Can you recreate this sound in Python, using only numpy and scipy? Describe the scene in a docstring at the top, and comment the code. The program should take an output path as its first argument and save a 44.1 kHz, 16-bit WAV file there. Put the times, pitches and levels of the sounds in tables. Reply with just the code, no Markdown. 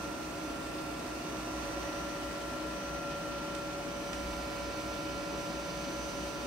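"""Two small cooling fans in an open equipment case, close up, on a hand-held camera's stereo mic.
The main fan sings on multiples of its shaft speed; a smaller fan adds its own note, two thin motor
whines sit high above, and air rushes through the case over a low hum. The mic drifts from the front,
over the case and toward its side, so tones swell and fade at each port as it crosses standing waves.
Fingers tick, brush and bump faintly on the camera body."""
import sys
import numpy as np
from scipy import signal
from scipy.fft import rfft, irfft
from scipy.io import wavfile
from scipy.ndimage import map_coordinates

SR = 44100
rng = np.random.default_rng(int(sys.argv[2]) if len(sys.argv) > 2 else 0)


def int16_out(signal):
    """Quantize to a 16-bit WAV file."""
    q = np.round(np.clip(np.atleast_2d(signal).T, -1, 1) * 32767)
    wavfile.write(sys.argv[1], SR, q.astype(np.int16))


N = 285060
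TIME = np.arange(N) / SR
BINS = np.fft.rfftfreq(N, 1 / SR)

# Mic path: time_s, place (0 in front of the case, 1 over it, 2 at its side).
# Below, "by place" is one value for each; pan_db is left minus right; lead_rad is the left port's lead.
MIC_PATH = [(1.15, 0.6), (1.8, 1), (2.3, 1.4), (3.3, 1.77), (4.1, 1.7)]

# Air churning in the case, and hissing past blades and grilles: freq_hz, left_db, right_db
ROAR_SPECTRUM = [(20, -93, -93), (45, -76.5, -77), (82.5, -77, -76.5), (170, -70, -71), (220, -74, -73),
                 (298, -65.5, -67.5), (407, -73, -73), (530, -72.5, -77.5), (720, -74, -72),
                 (730, -75.5, -75.5), (1480, -79, -78), (1500, -80.5, -79.5), (2170, -84, -83.5),
                 (2570, -110, -110)]
HISS_SPECTRUM = [(1800, -110, -110), (2150, -86, -85.5), (2480, -82.8, -81), (2950, -84, -82.5),
                 (3250, -86.2, -84.3), (4600, -88.4, -83.7), (5600, -91.7, -85.3), (7100, -97.6, -89.4),
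                 (9000, -93.3, -92.8), (10300, -98, -98), (11400, -97.3, -97.3), (13000, -103, -103),
                 (15600, -101, -101)]
PORT_LIKENESS = [(40, 1), (70, 1), (150, 0.75), (300, 0.92), (640, 0.42), (1300, 0.44), (2000, 0.21),
                 (3500, 0.3), (7000, 0.15), (7700, .5), (9000, 0.78), (10000, .62), (12000, 0.8)]  # air noise shared by the ports: freq_hz, coherence
PORT_LEAD = [(100, 0), (300, 0.15), (650, -0.8), (1300, -0.1), (2700, -1.2), (4500, -0.8), (7600, -1.7),
             (9000, 0.35), (10400, 3.1), (12000, 6), (12800, 6.8), (13800, 9.4), (15200, 12.5)]  # its phase between them: freq_hz, lead_rad
HOLLOW_GAIN = [(0, -.5, .5), (.6, .5, 2), (1.7, 1.8, 3), (2.3, 1.2, .5), (3.3, 0, -3.5), (4, -.5, -3),
               (5, 0, -1.5), (5.7, 0, -2), (6.45, 1.5, 0)]  # hollow case resonance: time_s, left_db, right_db
HOLLOW_NEARNESS = (3, -1, -1)  # how near the mic is to it: gain_db by place
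RUSH_GAIN = (-1.5, 0.5, -1.2)  # broad rush of air: gain_db by place
# Deepest case resonance, grille hiss and finest hiss along the mic path: time_s, gain_db
DEEP_GAIN = [(0, .3), (1.3, -.5), (2.3, -.8), (3.4, -.8), (4.3, 1), (5.5, 4.2), (6.45, 1.8)]
GRILLE_GAIN = [(0, -2), (.4, -1.3), (1.2, -1.3), (1.75, 0.1), (2.3, -1.1), (2.8, -1.7), (3.4, -1.2),
               (4, -1.4), (4.3, -0.5), (5.2, -.8), (5.8, -0.5), (6.45, 0.4)]
FIZZ_GAIN = [(0, -.2), (1, .2), (1.7, 1), (2.5, -.6), (3.4, -2), (3.9, -1.5), (4.25, .5), (5.2, -.6),
             (6.45, .6)]
WALL_DELAY = [(0, 1.17), (1.3, 1.12), (2.5, 1.2), (4, 1.18), (6.46, 1.1)]  # echo off the case wall: time_s, delay_ms
BOARD_GAPS = [(284, 0.068, (-58, -58, -56.5)), (550, 0.13, (-74, -54.5, -53)),
              (730, 0.037, (-64, -60.5, -55)), (886, .08, (-75, -62, -60)), (1157, 0.17, (-68, -53, -73)),
              (1750, 0.054, (-71, -57.5, -62)), (2505, 0.025, (-57, -62.5, -58)),
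              (2734, 0.038, (-64, -58.5, -77)), (2993, 0.046, (-79, -61, -58.5))]  # resonances between boards: centre_hz, log_width, level_db by place
JET_LEVEL = [(3.6, -77), (4.2, -57), (5.7, -55), (6.46, -58)]  # a grille's jet coming on axis: time_s, level_db
STRONG_HUM = [(0.0, -61), (1.3, -60), (1.47, -50), (2.15, -55), (2.97, -53), (3.62, -67), (4.3, -48.5),
              (5.12, -56.5), (6.45, -53)]  # strongest chassis hum line: time_s, level_db
FAINT_HUM = [(42.4, -66), (96.2, -69), (154.8, -65), (168.2, -60), (192.5, -65), (195.1, -64)]  # fainter lines: pitch_hz, level_db

HANDLING_TICKS = [(2.312, -44.5, -22), (3.550, -38.5, -13), (4.131, -39.5, -8)]  # ticks: start_s, base_level_db, rattle_relative_db
# Finger brushes and low bumps on the camera body: centre_s, level_db, half_length_s
FINGER_BRUSHES = [(0.67, -56, .035), (2.32, -58, .03), (3.565, -56.5, .03), (4.17, -56, .04)]
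BODY_BUMPS = [(4.278, -48, 0.11)]
# Colour of each handling noise: freq_hz, gain_db
TICK_SPECTRUM = [(500, -26), (1500, 4), (2800, 5), (4000, -5), (5500, -1), (8000, -9.5), (15000, -30)]
BRUSH_SPECTRUM = [(500, -25), (1500, -13), (2800, 5), (5500, -1), (8500, 3), (12000, -11), (15000, -18)]
BUMP_SPECTRUM = [(15, -22), (42, 2), (65, 9), (100, -14), (150, -34), (500, -55)]

# Tones as the mic crosses their standing waves: time_s, level_db, pan_db, lead_rad
LOW_WHINE_PATH = [(0.0, -60.0, -14.0, 2.4), (0.28, -60.0, -11.0, 2.3), (0.36, -67.5, -3.0, 1.9),
                  (0.84, -73.0, 0.0, 0.4), (1.16, -61.5, -14.0, 3.4), (1.36, -57.5, -9.0, 4.4),
                  (1.76, -58.0, -5.0, 2.0), (2.04, -57.5, -21.0, 0.6), (2.24, -63.5, -12.0, 3.1),
                  (2.36, -59.0, -13.0, 4.3), (2.64, -64.0, -13.0, 2.9), (2.8, -56.5, -22.0, 3.8),
                  (3.08, -59.0, 2.0, 0.8), (3.44, -60.5, -5.0, 2.4), (3.56, -65.0, 4.0, 2.4),
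                  (4.16, -57.0, -2.0, 6.3), (4.56, -65.0, 7.0, 6.1), (4.88, -59.0, 2.0, 5.3),
                  (5.12, -64.5, 4.0, 6.7), (5.4, -59.5, 5.0, 6.3), (5.6, -67.0, 9.0, 7.0),
                  (5.88, -65.5, 11.0, 4.4), (6.32, -59.0, -1.0, 5.5), (6.46, -61.0, 0.0, 6.0)]
HIGH_WHINE_PATH = [(0.0, -59.5, -9.0, -2.4), (0.2, -66.5, -2.0, -2.2), (0.44, -59.5, -10.0, -1.4),
                   (0.72, -71.0, 4.0, -0.1), (1.04, -62.5, -4.0, 4.5), (1.6, -59.0, -8.0, 3.8),
                   (1.72, -64.0, -11.0, 3.0), (2.08, -64.0, -6.0, 4.8), (2.28, -69.5, 6.0, 5.6),
                   (3.28, -64.5, -8.0, 9.5), (3.4, -70.0, 3.0, 11.6), (3.6, -61.5, -10.0, 11.7),
                   (4.0, -64.5, -10.0, 7.8), (4.28, -64.5, -1.0, 7.2), (4.48, -66.5, -9.0, 8.4),
                   (4.68, -62.5, -7.0, 6.5), (5.08, -63.0, -3.0, 5.3), (5.72, -55.0, -8.0, 5.6),
                   (6.04, -55.5, -13.0, 6.2), (6.46, -61.5, -9.0, 7.6)]
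SMALL_BLADE_PATH = [(0, -53, -5, 0), (.35, -56.5, -17, 2.8), (1, -55, -13, 2.3), (1.45, -53.5, -10, .2),
                    (1.8, -46.8, -2, .1), (2.2, -46, 0, .2), (2.55, -47.8, -2, .1), (3.1, -45, 1, -.25),
                    (4.1, -45.2, -1, -.1), (5, -45.3, 1, -.15), (6.45, -45.8, 1, 0)]
SMALL_OVERTONE_PATH = [(0.0, -67.5, -9.0, 0.2), (0.44, -63.5, 6.0, 1.9), (1.04, -60.0, -7.0, 1.9),
                       (1.36, -59.0, -5.0, 2.6), (1.52, -64.0, -8.0, 2.7), (1.8, -58.0, -5.0, 3.0),
                       (2.32, -62.5, -7.0, 4.5), (2.76, -65.5, 7.0, 4.4), (3.24, -68.5, 7.0, 0.4),
                       (3.88, -62.5, 8.0, -0.1), (4.52, -57.0, -3.0, 0.5), (4.68, -58.5, 1.0, 0.1),
                       (5.48, -60.0, -1.0, 0.7), (6.04, -61.0, -6.0, 0.2), (6.46, -67.0, -7.0, -0.0)]
LOW_MOTOR_PATH = [(0.0, -57.5, -4.0, -0.2), (0.32, -58.0, -2.0, -0.3), (0.48, -65.0, -12.0, 1.3),
                  (1.0, -57.0, -4.0, 0.1), (1.16, -60.5, -10.0, 0.2), (1.6, -53.0, -5.0, 0.2),
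                  (1.96, -52.5, 5.0, -0.0), (2.16, -57.5, 9.0, 0.6), (2.6, -54.5, 3.0, 1.4),
                  (3.28, -59.5, -18.0, 0.5), (3.44, -56.0, -10.0, -0.3), (3.96, -59.0, -9.0, 0.2),
                  (4.36, -52.5, -7.0, 0.1), (5.0, -54.0, -11.0, -0.5), (6.46, -54.5, -9.0, 0.3)]
HIGH_MOTOR_PATH = [(0, -47.5, -5, -.1), (.24, -51, -5, .1), (.44, -50.5, -11, .8), (.88, -48.5, -3, .7),
                   (1.16, -51, 1, .9), (1.52, -49.5, -7, .2), (1.64, -50, -14, .6), (2, -46.5, -1, .2),
                   (2.28, -48, 3, -.2), (2.6, -46.5, 7, -.3), (2.76, -48, 5, .2), (2.96, -44.5, 2, .2),
                   (3.35, -44.8, 0, 0), (3.72, -46.7, -2, -.5), (3.84, -50.5, -3, -.6),
                   (4.4, -48.7, -12, .2), (4.72, -49.5, -12, -1), (4.9, -48.3, -12, -.7),
                   (6.46, -50, -11, -.5)]
RING_PATH = [(0.0, -67.0, 1.0, 0.9), (0.44, -67.0, -10.0, -1.2), (1.08, -68.0, 4.0, -0.4),
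             (1.36, -65.5, -3.0, -0.1), (1.68, -57.5, 1.0, 0.4), (2.0, -57.0, 4.0, 0.6),
             (2.32, -61.5, 1.0, 0.6), (3.68, -64.0, 2.0, -0.5), (3.84, -68.0, 4.0, -0.8),
             (4.16, -62.5, -13.0, -2.4), (4.52, -59.5, -7.0, -1.5), (5.12, -62.0, -5.0, -2.1),
             (6.46, -64.0, 0.0, -1.6)]
# Tuning of the motor whines: time_s, pitch_hz
LOW_WHINE_PITCH = [(0, 5912), (1.7, 5910), (2.75, 5917), (3.7, 5914), (4.3, 5909), (5, 5912), (6.46, 5908)]
HIGH_WHINE_PITCH = [(0, 6033), (1, 6041), (1.9, 6031), (2.5, 6036), (2.8, 6044), (3.3, 6034), (3.7, 6040),
                    (4.4, 6036), (5.2, 6042), (5.7, 6040), (6.46, 6048)]
SMALL_FAINT_TONES = [(2, -68), (8, -72.5)]  # small fan's upper tones: blade_note_multiple, level_db
SHAFT_SPEED = [(0, 62.42), (1.1, 62.43), (1.9, 62.35), (6.46, 62.37)]  # main fan's shaft: time_s, turns_per_s
WEAK_TONES = [(1, -56.5), (2, -65), (4, -59), (6, -58.5), (8, -67), (12, -63.5), (13, -70), (20, -70),
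              (24, -71), (28, -67), (29, -65), (30, -69), (35, -72), (41, -71), (43, -72), (44, -69),
              (47, -74), (49, -76), (51, -75), (58, -74), (83, -77), (84, -76), (110, -81), (112, -80)]  # its weak tones: shaft_multiple, base_level_db
MIDDLE_TONES = [(7, (-53, -68, -62), (4, 1, -6)), (9, (-55, -52, -57.5), (4, 5, -6)),
                (10, (-53, -60, -63.5), (-2, 3, 2)), (11, (-53.5, -55.5, -59), (-2, 0, 1)),
                (14, (-75, -72, -58.5), (-8, 5, -6))]  # its middle tones: shaft_multiple, level_db by place, pan_db by place


def amp(db):
    """Decibels to gain."""
    return 10 ** (np.asarray(db) / 20)


def unit_rms(x):
    """Scales to rms 1."""
    return x / np.sqrt(np.mean(x ** 2) + 1e-20)


def follow(rows):
    """Each column of a time table, sample by sample."""
    times, *columns = np.transpose(rows)
    return np.array([np.interp(TIME, times, column) for column in columns])


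def per_bin(rows):
    """Each column of a spectrum table, interpolated in log frequency."""
    hz, *columns = np.transpose(rows)
    return np.array([np.interp(np.log(BINS + 1), np.log(hz + 1), column) for column in columns])


def at_mic(by_place):
    """Glides between the values at the three places as the mic moves."""
    return np.interp(follow(MIC_PATH)[0], np.arange(len(by_place)), by_place)


def bell(hz, width):
    """A bell on the log-frequency axis."""
    return np.exp(-(np.log(BINS / hz + 1e-9) / width) ** 2)


def drift(rate_hz, knots_per_s=400):
    """A random wander of rms 1, changing up to about rate_hz."""
    knots = rng.standard_normal(4096)
    hz = np.fft.rfftfreq(len(knots), 1 / knots_per_s)
    slow = irfft(rfft(knots) * np.exp(-(hz / rate_hz) ** 2) * (hz > 0))
    return np.interp(TIME, np.arange(len(slow)) / knots_per_s, unit_rms(slow))


def noise(colour, shape=N):
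    """Coloured noise of rms 1."""
    return unit_rms(irfft(rfft(rng.standard_normal(shape)) * colour, N))


def swells(rows):
    """An envelope of brief bell-shaped swells."""
    return sum(amp(db) * np.exp(-((TIME - centre_s) / half_s) ** 2) for centre_s, db, half_s in rows)


def tone(turns, db):
    """A sine on a running cycle count, at an rms level."""
    return np.sqrt(2) * amp(db) * np.sin(2 * np.pi * turns)


def stereo_tone(turns, db, pan_db, lead_rad, flutter):
    """A tone at both mic ports; uneven inflow makes it flutter."""
    lead_turns = np.array([[1], [0]]) * lead_rad / (2 * np.pi)
    shares = amp([pan_db / 2, -pan_db / 2])
    panned = tone(turns + rng.random() + lead_turns, db) * shares / shares.mean(0)
    return panned * (1 + flutter * drift(15))


def swept_tone(turns, path, flutter):
    """A tone whose level, pan and phase change as the mic crosses its standing waves."""
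    return stereo_tone(turns, *follow(path), flutter)


def placed_tone(turns, db, pan_db, lead_rad, flutter, sway_hz=1.5):
    """A tone whose level and pan follow the mic's place and sway with the hand."""
    level = at_mic(db) + drift(sway_hz)
    pan = at_mic(pan_db) + drift(sway_hz)
    return stereo_tone(turns, level, pan, lead_rad, flutter)


def turbulence(spectrum):
    """Spectra of air noise at the two ports, alike in the bass and less so higher up."""
    left, unrelated = rfft(rng.standard_normal((2, N)))
    likeness = np.clip(per_bin(PORT_LIKENESS)[0], -1, 1)
    right = likeness * left + np.sqrt(1 - likeness ** 2) * unrelated
    right *= np.exp(-1j * per_bin(PORT_LEAD)[0])
    return np.array([left, right]) * amp(per_bin(spectrum)) * np.sqrt(SR / 2)


def wall_echo(sound, share=0.12):
    """The case wall's echo combs the sound; its delay changes with the mic's distance."""
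    earlier = np.arange(N) - follow(WALL_DELAY)[0] * SR / 1000
    return sound + share * np.array([map_coordinates(port, [earlier], order=3) for port in sound])


def air():
    """Roar with two case resonances, and hiss that flickers with the flow."""
    roar, hiss = turbulence(ROAR_SPECTRUM), turbulence(HISS_SPECTRUM)
    hollow, deep, fine = bell(hz=296, width=0.3), bell(hz=176, width=0.18), bell(hz=10000, width=0.6)
    drone = irfft(roar * hollow, N) * amp(follow(HOLLOW_GAIN))
    boom = irfft(roar * deep, N) * amp(follow(DEEP_GAIN))
    rush = irfft(roar * (1 - hollow - deep), N) * amp(at_mic(RUSH_GAIN))
    grille_db = follow(GRILLE_GAIN) + 0.4 * drift(16) + 0.85 * drift(47)
    grille = wall_echo(irfft(hiss * (1 - fine), N)) * amp(grille_db)
    fizz_db = follow(FIZZ_GAIN) + 0.4 * drift(6) + 0.6 * drift(50)
    fizz = irfft(hiss * fine, N) * amp(fizz_db)
    return drone + boom + rush + grille + fizz


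def board_gaps():
    """Air rings the gaps between the boards and gives the hiss a reedy colour."""
    flow = rfft(rng.standard_normal((2, N)))
    return sum(unit_rms(irfft(flow * bell(hz, width), N)) * amp(at_mic(db))
               for hz, width, db in BOARD_GAPS)


def grille_jet():
    """A jet of air straight ahead of the mic hisses at both ports alike."""
    return noise(bell(hz=4680, width=0.32)) * amp(follow(JET_LEVEL)[0])


def chassis_hum(strong_hz=57.9):
    """The chassis hums low; its strongest line throbs against the main fan's shaft tone."""
    strong = tone(strong_hz * TIME + rng.random() + 0.12 * drift(0.37), follow(STRONG_HUM)[0])
    faint = sum(tone(hz * TIME + rng.random() + 0.1 * drift(2.1), db + 2.6 * drift(0.61))
                for hz, db in FAINT_HUM)
    return strong + faint


def handling_ticks(decay_s=0.0025, rattle_decay_s=0.03):
    """Soft dry ticks, a little to the right, with a short rattle inside the case."""
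    envelope = np.zeros(N)
    for start_s, db, rattle_db in HANDLING_TICKS:
        age = np.maximum(TIME - start_s, 0)
        rattle = amp(rattle_db) * np.exp(-age / rattle_decay_s)
        envelope += amp(db) * (TIME >= start_s) * (np.exp(-age / decay_s) + rattle)
    return noise(amp(per_bin(TICK_SPECTRUM)), shape=(2, N)) * envelope * amp([[1], [4]])


def finger_brushes():
    """Short soft swishes of skin on the camera body, right by the mic."""
    return unit_rms(irfft(turbulence(BRUSH_SPECTRUM), N)) * swells(FINGER_BRUSHES)


def body_bumps():
    """A brief rumble reaches the mic through the camera body."""
    return noise(amp(per_bin(BUMP_SPECTRUM)[0])) * swells(BODY_BUMPS)


def motor_whine(pitch, path):
    """A thin, shimmering whine that fades and shifts sideways as the mic moves."""
    hz = follow(pitch)[0] * (1 + 0.00016 * drift(2.3) + 0.00046 * drift(24.6))
    return swept_tone(np.cumsum(hz) / SR, path, flutter=0.2) * amp(0.6 * drift(6))


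def small_fan(blade_hz=571.4):
    """A faster fan whose firm blade note beats against the main fan's ninth tone."""
    turns = np.cumsum(blade_hz * (1 + 0.000397 * drift(0.4))) / SR
    note = swept_tone(turns, SMALL_BLADE_PATH, flutter=0.03)
    overtone = swept_tone(4 * turns, SMALL_OVERTONE_PATH, flutter=0.15)
    faint = sum(stereo_tone(multiple * turns, db, pan_db=4 * drift(0.7), lead_rad=drift(0.5), flutter=0.19)
                for multiple, db in SMALL_FAINT_TONES)
    return note + overtone + faint


def weak_shaft_tones(turns, shaft_hz, fade_db=0.8, apart_hz=1100):
    """Weak tones fade in standing waves; short waves differ more between the ports."""
    ports = np.zeros((2, N))
    near_db = at_mic(HOLLOW_NEARNESS)
    for multiple, db in WEAK_TONES:
        apart = min(multiple * shaft_hz / apart_hz, 1)
        # near the hollow resonance the middle tones gain and the others recede
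        lean = 0.82 if 3 < multiple < 13 else -0.57
        level = db + lean * near_db + fade_db * np.sqrt(apart) * drift(0.89)
        side_db, side_turns = fade_db * apart * drift(0.97), 0.2 * apart * drift(0.63)
        phase = multiple * turns + rng.random()
        ports += [tone(phase + side_turns, level + side_db), tone(phase - side_turns, level - side_db)]
    return ports


def main_fan(blades=5):
    """Blade and motor tones, all locked to one slightly unsteady shaft."""
    shaft_hz = follow(SHAFT_SPEED)[0] * (1 + 0.0003 * drift(5))
    turns = np.cumsum(shaft_hz) / SR
    low_motor = swept_tone(16 * turns, LOW_MOTOR_PATH, flutter=0.07)
    high_motor = swept_tone(22 * turns, HIGH_MOTOR_PATH, flutter=0.07)
    ring = swept_tone(31 * turns, RING_PATH, flutter=0.18)
    blade_note = placed_tone(blades * turns, db=(-50, -46.5, -49), pan_db=(0, -1, 2),
                             lead_rad=-0.019, flutter=0.014)
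    middle = sum(placed_tone(multiple * turns, db, pan_db, lead_rad=-0.4, flutter=0.052)
                 for multiple, db, pan_db in MIDDLE_TONES)
    return blade_note + low_motor + high_motor + ring + middle + weak_shaft_tones(turns, shaft_hz.mean())


def scene():
    """Fans, whines, hum, air and handling noise as they reach the mic."""
    whines = motor_whine(LOW_WHINE_PITCH, LOW_WHINE_PATH) + motor_whine(HIGH_WHINE_PITCH, HIGH_WHINE_PATH)
    machine = main_fan() + small_fan() + whines + chassis_hum()
    airflow = air() + board_gaps() + grille_jet()
    handling = handling_ticks() + finger_brushes() + body_bumps()
    return machine + airflow + handling


def record(dry, low_cut_hz=22, high_cut_hz=15680):
    """The deepest bass is rolled off, and the hiss ends just below 16 kHz."""
    low_cut = signal.butter(2, low_cut_hz, "high", fs=SR, output="sos")
    high_cut = signal.firwin(511, high_cut_hz, window=("kaiser", 9), fs=SR)
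    return signal.oaconvolve(signal.sosfilt(low_cut, dry), high_cut[None], "same")


dry = scene()
out = record(dry)
int16_out(out)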